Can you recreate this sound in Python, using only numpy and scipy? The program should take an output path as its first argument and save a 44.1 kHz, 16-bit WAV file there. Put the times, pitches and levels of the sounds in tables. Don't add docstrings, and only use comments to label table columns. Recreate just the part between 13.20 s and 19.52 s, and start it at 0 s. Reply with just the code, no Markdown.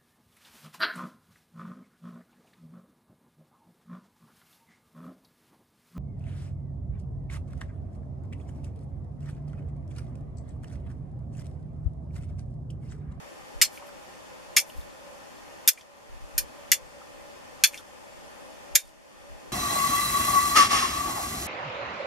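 import sys
import numpy as np
from scipy import signal
from scipy.io import wavfile
from scipy.ndimage import uniform_filter1d

SR = 44100
rng = np.random.default_rng(int(sys.argv[2]) if len(sys.argv) > 2 else 0)


def volts_from_db(level):
    exponent = np.asarray(level, float) / 20
    return 10 ** exponent


def bounce(signal):
    frames = np.transpose(np.atleast_2d(signal))
    limited = np.clip(frames, -1, 1)
    pcm = np.round(limited * 32767).astype(np.int16)
    wavfile.write(sys.argv[1], SR, pcm)


N = 278701


def evened(x):
    return x / np.sqrt(np.mean(x ** 2) + 1e-20)


def read(points, hz):
    f, value = np.transpose(points)
    return np.interp(np.log(hz + 1), np.log(f + 1), value)


def add(mix, s, sound):
    part = mix[round(s * SR):][:len(sound)]
    part += sound[:len(part)]


def coloured(x, points):
    db = np.maximum(read(points, np.fft.rfftfreq(2048, 1 / SR)), -100)
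    log_gain = np.log(volts_from_db(db))
    circle = np.concatenate([log_gain, log_gain[-2:0:-1]])
    taps = np.fft.ifft(np.exp(np.conj(signal.hilbert(circle)))).real[:1024]
    return signal.oaconvolve(x, taps)[:len(x)]


def resonate(x, hz, width):
    pole = np.exp((2j * np.pi * hz - np.pi * width) / SR)
    return 2 * signal.lfilter([1 - abs(pole)], [1, -pole], x).real


# (frequency [Hz], density [dB per Hz])
HISS_COMMON = [(18, -45), (30, -18), (333, -8.5), (421, -11), (574, -2), (688, -17), (804, -8), (1540, -14),
               (1790, -15.5), (2580, -16), (4000, -20), (4550, -20.5), (7260, -21.5), (12500, -30),
               (14600, -35)]
HISS_OPPOSED = [(18, -40), (30, -11.5), (70, -12.5), (271, -1.5), (559, -3.5), (670, -4), (744, -5),
                (1350, -11), (1840, -11.5), (3250, -18.5), (4000, -21.5), (7260, -23), (14600, -34.5)]


def hiss():
    size, hop, patchy_db = 1024, 256, 1.0
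    hz = np.fft.rfftfreq(size, 1 / SR)

    def layer(points, db):
        a, b, patches = rng.standard_normal((N // hop + 5, len(hz), 3)).T
        patches = uniform_filter1d(patches, 10, 0)
        patches = evened(uniform_filter1d(patches, 14, 1))
        z = (a + 1j * b) * volts_from_db(read(points, hz)[:, None] + patchy_db * patches)
        return volts_from_db(db) * evened(signal.istft(z, nperseg=size, noverlap=size - hop)[1][:N])

    mid, side = layer(HISS_COMMON, -51), layer(HISS_OPPOSED, -47.5)
    return np.array([mid + 1.19 * side, mid - side])


# (frequency [Hz], width [Hz], level [dB], share that differs between the ports [0-1])
HUM_BANDS = [(65, 16, -70, .5), (243.7, 12, -74, .3), (515.8, 4.7, -62, .2), (572, 3.3, -57.5, 0.16),
             (640.4, 5.2, -62.5, .2), (805.6, 87, -57, .4), (1025, 15, -63, .3), (1189, 44, -65.5, .3),
             (1798, 76, -64, .4), (2543, 32, -69.5, .4)]


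def hum():
    noise, out = rng.standard_normal((2, N)), np.zeros((2, N))
    for hz, width, db, apart in HUM_BANDS:
        band = resonate(resonate(noise, hz, 2 * width), hz, 2 * width)
        mid, side = volts_from_db(db) * evened(band)
        out += [mid + apart * side, mid - apart * side]
    return out


# (time [s], level [dB], hold [s])
AIR_PUFFS = [(.365, -48, .015), (1.28, -66.5, .02), (1.565, -44.5, 0.024), (1.88, -69.5, 0.085),
             (2.9, -51.5, .15), (3.15, -49, 0.069), (3.52, -62.5, .02), (3.63, -59, 0.016),
             (3.94, -65, .08), (4.25, -72, 0.16), (5.53, -56, 0.026), (5.63, -59.5, .05),
             (5.98, -67.5, 0.083), (6.11, -53, .03), (6.28, -62.5, .05)]


def draught():
    rise_s, fall_db_per_s = 0.008, 279.5
    calm_db, flutter_db, flutter_s = -74, 5.5, 0.08
    t = np.arange(N) / SR
    rumble_band = signal.butter(2, [18, 57.5], "band", fs=SR, output="sos")
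    mid, side = evened(signal.sosfilt(rumble_band, rng.standard_normal((2, N))))
    span = round(flutter_s * SR)
    flutter = evened(uniform_filter1d(uniform_filter1d(rng.standard_normal(N), span), span))
    air = volts_from_db(calm_db + flutter_db * flutter)
    for s, db, held in AIR_PUFFS:
        rise = np.exp(np.minimum(t - s, 0) / rise_s)
        air += rise * volts_from_db(db - fall_db_per_s * np.maximum(t - s - held, 0))
    return volts_from_db(11) * air * np.array([0.2 * mid + 1.1 * side, 0.2 * mid - side])


# (frequency [Hz], t60 [s])
HUT_DECAY = [(300, 0.14), (1500, 0.078), (4000, 0.094), (8000, 0.092), (14000, 0.077)]


def hut(x):
    port_gap = 3
    at = np.arange(20, 8000, 10) + rng.integers(0, 10, (3, 1, 798))
    both_ports = np.concatenate([at, at + rng.integers(-port_gap, port_gap, at.shape)], axis=1)
    taps = np.zeros((3, 2, 8192))
    np.put_along_axis(taps, both_ports, rng.choice([-1.0, 1.0], at.shape), axis=2)

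    hz, t, z = signal.stft(taps, SR, nperseg=128)
    fade = volts_from_db(-60 * t / read(HUT_DECAY, hz)[:, None])
    tails = signal.istft(z * fade, SR, nperseg=128)[1]
    tails *= np.clip(1.1 + np.arange(tails.shape[2]) / SR / 0.0088, 0, 1)
    tails /= np.linalg.norm(tails, axis=2, keepdims=True)

    phase = 40 * np.arange(N) / SR + np.arange(3)[:, None] / 3
    blend = np.sqrt(2 / 3) * np.cos(np.pi * phase)
    return sum(signal.oaconvolve((x * blend[k])[None], tails[k], axes=1)[:, :N] for k in range(3))


# (middle [s], half length [s], level [dB], centre [Hz])
SLEEVE_BRUSHES = [
    (0.553, 0.038, -50, 10000),
    (.675, 0.023, -55, 12500),
    (1.49, 0.03, -53, 10000),
    (1.588, 0.067, -55, 10000),
    (2.581, 0.046, -49, 6000),
    (4.545, 0.03, -47, 8000),
    (4.584, 0.023, -49, 7900),
    (5.663, 0.06, -51.5, 7000),
]


def sleeve():
    t, out = np.arange(N) / SR, np.zeros(N)
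    fibres = rng.standard_normal(N)
    grain = evened(uniform_filter1d(rng.standard_normal(N), 90))
    fibres = fibres * volts_from_db(2.5 * grain)
    for s, half, db, hz in SLEEVE_BRUSHES:
        swell = np.exp(-((t - s) / half) ** 2)
        out += volts_from_db(db) * swell * evened(resonate(resonate(fibres, hz, 1.5 * hz), hz, 1.5 * hz))
    return signal.sosfilt(signal.butter(4, 13800, fs=SR, output="sos"), out)


# (time [s], level [dB], frequency [Hz], t60 [s])
SMALL_KNOCKS = [(0.574, -32, 2350, 0.025), (.623, -34.5, 960, 0.04), (.69, -41.5, 1300, .03),
                (1.499, -36.5, 2920, .015), (1.61, -43, 3650, .04), (1.70, -46, 3650, .04),
                (1.499, -44, 12000, .015), (2.533, -27, 9400, 0.015), (2.575, -31.5, 2250, 0.037),
                (2.576, -44, 6500, 0.017), (2.610, -35.5, 3180, 0.017), (2.611, -37, 5510, 0.036),
                (3.813, -41, 1220, 0.039), (4.534, -37, 2240, 0.018), (4.5427, -27.5, 2300, 0.023),
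                (4.544, -31.5, 6900, .02), (4.553, -37, 2090, 0.066), (4.574, -32, 3250, 0.031),
                (4.582, -34.5, 3500, 0.017), (4.576, -32.5, 5500, 0.033), (4.593, -46, 1290, .03),
                (5.604, -25, 9400, 0.011)]
# (time [s], level [dB])
HAND_THUDS = [
    (.417, -48.5),
    (1.366, -41),
    (2.476, -46),
    (3.179, -45),
    (3.517, -41),
    (4.438, -47),
    (5.555, -41),
]
# (frequency [Hz], level [dB], t60 [s])
HAND_MODES = [(283, -7, 0.03), (480, -6, 0.022), (800, 0, 0.034)]


def ticks():
    out, t = np.zeros(N), np.arange(4000) / SR
    thuds = [(s, db + mode_db, hz, t60) for s, db in HAND_THUDS for hz, mode_db, t60 in HAND_MODES]
    for s, db, hz, t60 in list(SMALL_KNOCKS) + thuds:
        puff = rng.standard_normal(len(t)) * volts_from_db(-60 * t / t60)
        knock = resonate(resonate(puff, hz, 0.33 * hz), hz, 0.24 * hz)
        add(out, s, volts_from_db(db) * knock / abs(knock).max())
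    return out


# (time [s], force [dB], brightness: treble up and low grit down [dB], grit t60 [s])
EDGE_CATCHES = [(0.4142, -12.5, 1.5, .022), (0.4162, -8.5, -0.5, 0.0087), (.4190, -8.5, 2, .019),
                (.4240, -18.5, 6.5, .023), (0.429, -27, -2.5, 0.037), (0.448, -27, 3.5, .02),
                (1.364, -20, 8, 0.016), (1.3656, -11.5, 1.5, 0.026), (1.3700, -12.5, 1, 0.024),
                (1.3810, -21, 7, 0.048), (1.4000, -28.5, 11.5, 0.018), (2.4758, -11.5, 5.5, .022),
                (2.4816, -11, 3.5, 0.011), (2.4866, -12, 8, .014), (2.4909, -20, 5.5, 0.04),
                (3.1788, -19, 9.5, .016), (3.1816, -20.5, 5.5, 0.019), (3.1852, -25, 4, 0.023),
                (3.5166, -4, 9.5, .007), (3.5202, -14.5, 0.5, 0.026), (3.5310, -24, 6.5, .055),
                (4.437, -7.5, 4, .012), (4.439, -15, -0.5, 0.027), (4.4445, -9.5, 5, 0.009),
                (4.455, -24, 2.5, 0.026), (4.473, -30, 13, .011), (5.5509, -28, 8.5, .046),
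                (5.5541, -6.5, 8, .011), (5.5584, -14, -1.5, 0.018), (5.5680, -25, 3, 0.11)]
GRIT_BANDS = (2000, 5500, 12000)
# (frequency [Hz], density [dB per Hz])
GRIT_COLOUR = [(150, -30), (500, -25.5), (1150, -16.5), (1600, -4.5), (2300, 0.5), (3000, -2.5),
               (4400, -3.5), (6800, -1), (8500, -5.5), (12500, -6.5), (13600, -6), (14300, -21),
               (16000, -39.5)]
# (frequency [Hz], level [dB], t60 [s])
STEEL_MODES = [
    [(2300, -6.5, 0.079), (3830, -7, .11), (4300, 4, .05), (5200, -8.5, 0.048), (7460, -4.5, 0.033)],
    [(2300, -0.5, 0.03), (3500, 2.5, 0.2), (5410, -5, 0.02), (6510, -15.5, 0.072), (11970, -18, .04)],
    [(3500, -3.5, 0.22), (5367, -4, 0.029), (12230, 2.5, 0.028), (13000, -2, 0.027)],
    [(1585, 4.5, 0.041), (4440, -3, 0.047), (5360, -9, .03), (9480, -2.5, 0.018), (12800, -3, .03)],
    [(2260, -2.5, 0.054), (3450, 7, 0.24), (4360, -15, 0.034), (6980, -14, 0.018)],
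    [(1610, -12, .04), (2250, -3.5, 0.022), (3440, 1, 0.13), (4420, -2, 0.058), (9370, -9.5, 0.034)],
    [(1670, -6.5, 0.063), (2300, -9.5, 0.018), (3650, 3, 0.17), (6910, -4.5, 0.029), (12500, -2, 0.035)],
]


def strokes():
    hump_db = 1
    grain_db, attack_s = 2.5, 0.00051
    grit, t = np.zeros(N), np.arange(3000) / SR
    for s, force_db, bright_db, t60 in EDGE_CATCHES:
        crack, size = rng.standard_normal((2, len(t)))
        spray = evened(crack * volts_from_db(grain_db * np.clip(size, -2, 2)))
        fade = volts_from_db(-60 * t / t60) * np.minimum(t / attack_s, 1)
        db = force_db + np.array([-bright_db - hump_db, hump_db, bright_db - hump_db])
        add(grit, s, coloured(spray * fade, list(zip(GRIT_BANDS, db))))

    out = grit.copy()
    times = np.array([row[0] for row in EDGE_CATCHES])
    starts = times[np.diff(times, prepend=0) > 0.1]
    for s, modes in zip(starts, STEEL_MODES):
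        drive = grit[round(s * SR):][:SR // 4]
        ring = sum(volts_from_db(db + 9) * resonate(drive, hz, 4 / t60) for hz, db, t60 in modes)
        add(out, s, ring)
    return volts_from_db(8) * coloured(out, GRIT_COLOUR)


def scene():
    struck = strokes()
    small = ticks() + sleeve()
    floor = hiss() + hum() + draught()
    echoes = volts_from_db(0.5) * hut(struck + volts_from_db(-6) * small)
    direct = (struck + small) * volts_from_db([[0.2], [-0.2]])
    return direct + echoes + floor


def low_pass(x):
    return signal.sosfilt(signal.butter(12, 15810, fs=SR, output="sos"), x)


# (time [s], loss [dB])
GAIN_DUCKS = [
    (.43, 0.5),
    (1.38, 1.5),
    (2.491, 8.5),
    (3.53, 2),
    (4.449, 2.5),
    (5.563, 9.5),
]
# (frequency [Hz], width [Hz], depth [0-1])
WHINE_NOTCHES = [(3940, 260, .72), (7872, 170, .9)]


def record(dry):
    t, lost_db, gap = np.arange(N) / SR, np.zeros(N), np.zeros(N)
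    for s, db in GAIN_DUCKS:
        since = np.maximum(t - s, 0)
        back = 0.7 / (1 + (since / 0.4) ** 4) + 0.23 * np.exp(-since / 0.64)
        lost_db += db * np.minimum(since / 0.015, 1) * back
        gap += np.clip(db / 5, 0, 1) * np.exp(-((t - s - 0.04) / 0.026) ** 4)
    bass = signal.sosfiltfilt(signal.butter(2, 260, fs=SR, output="sos"), dry)
    x = (dry - gap * bass) / volts_from_db(lost_db)
    for hz, width, depth in WHINE_NOTCHES:
        x = x - depth * resonate(x, hz, width)
    x = signal.sosfilt(signal.cheby1(8, 1, 14600, fs=SR, output="sos"), x)
    return low_pass(np.clip(x, -1, 1))


dry = scene()
out = record(dry)
bounce(out)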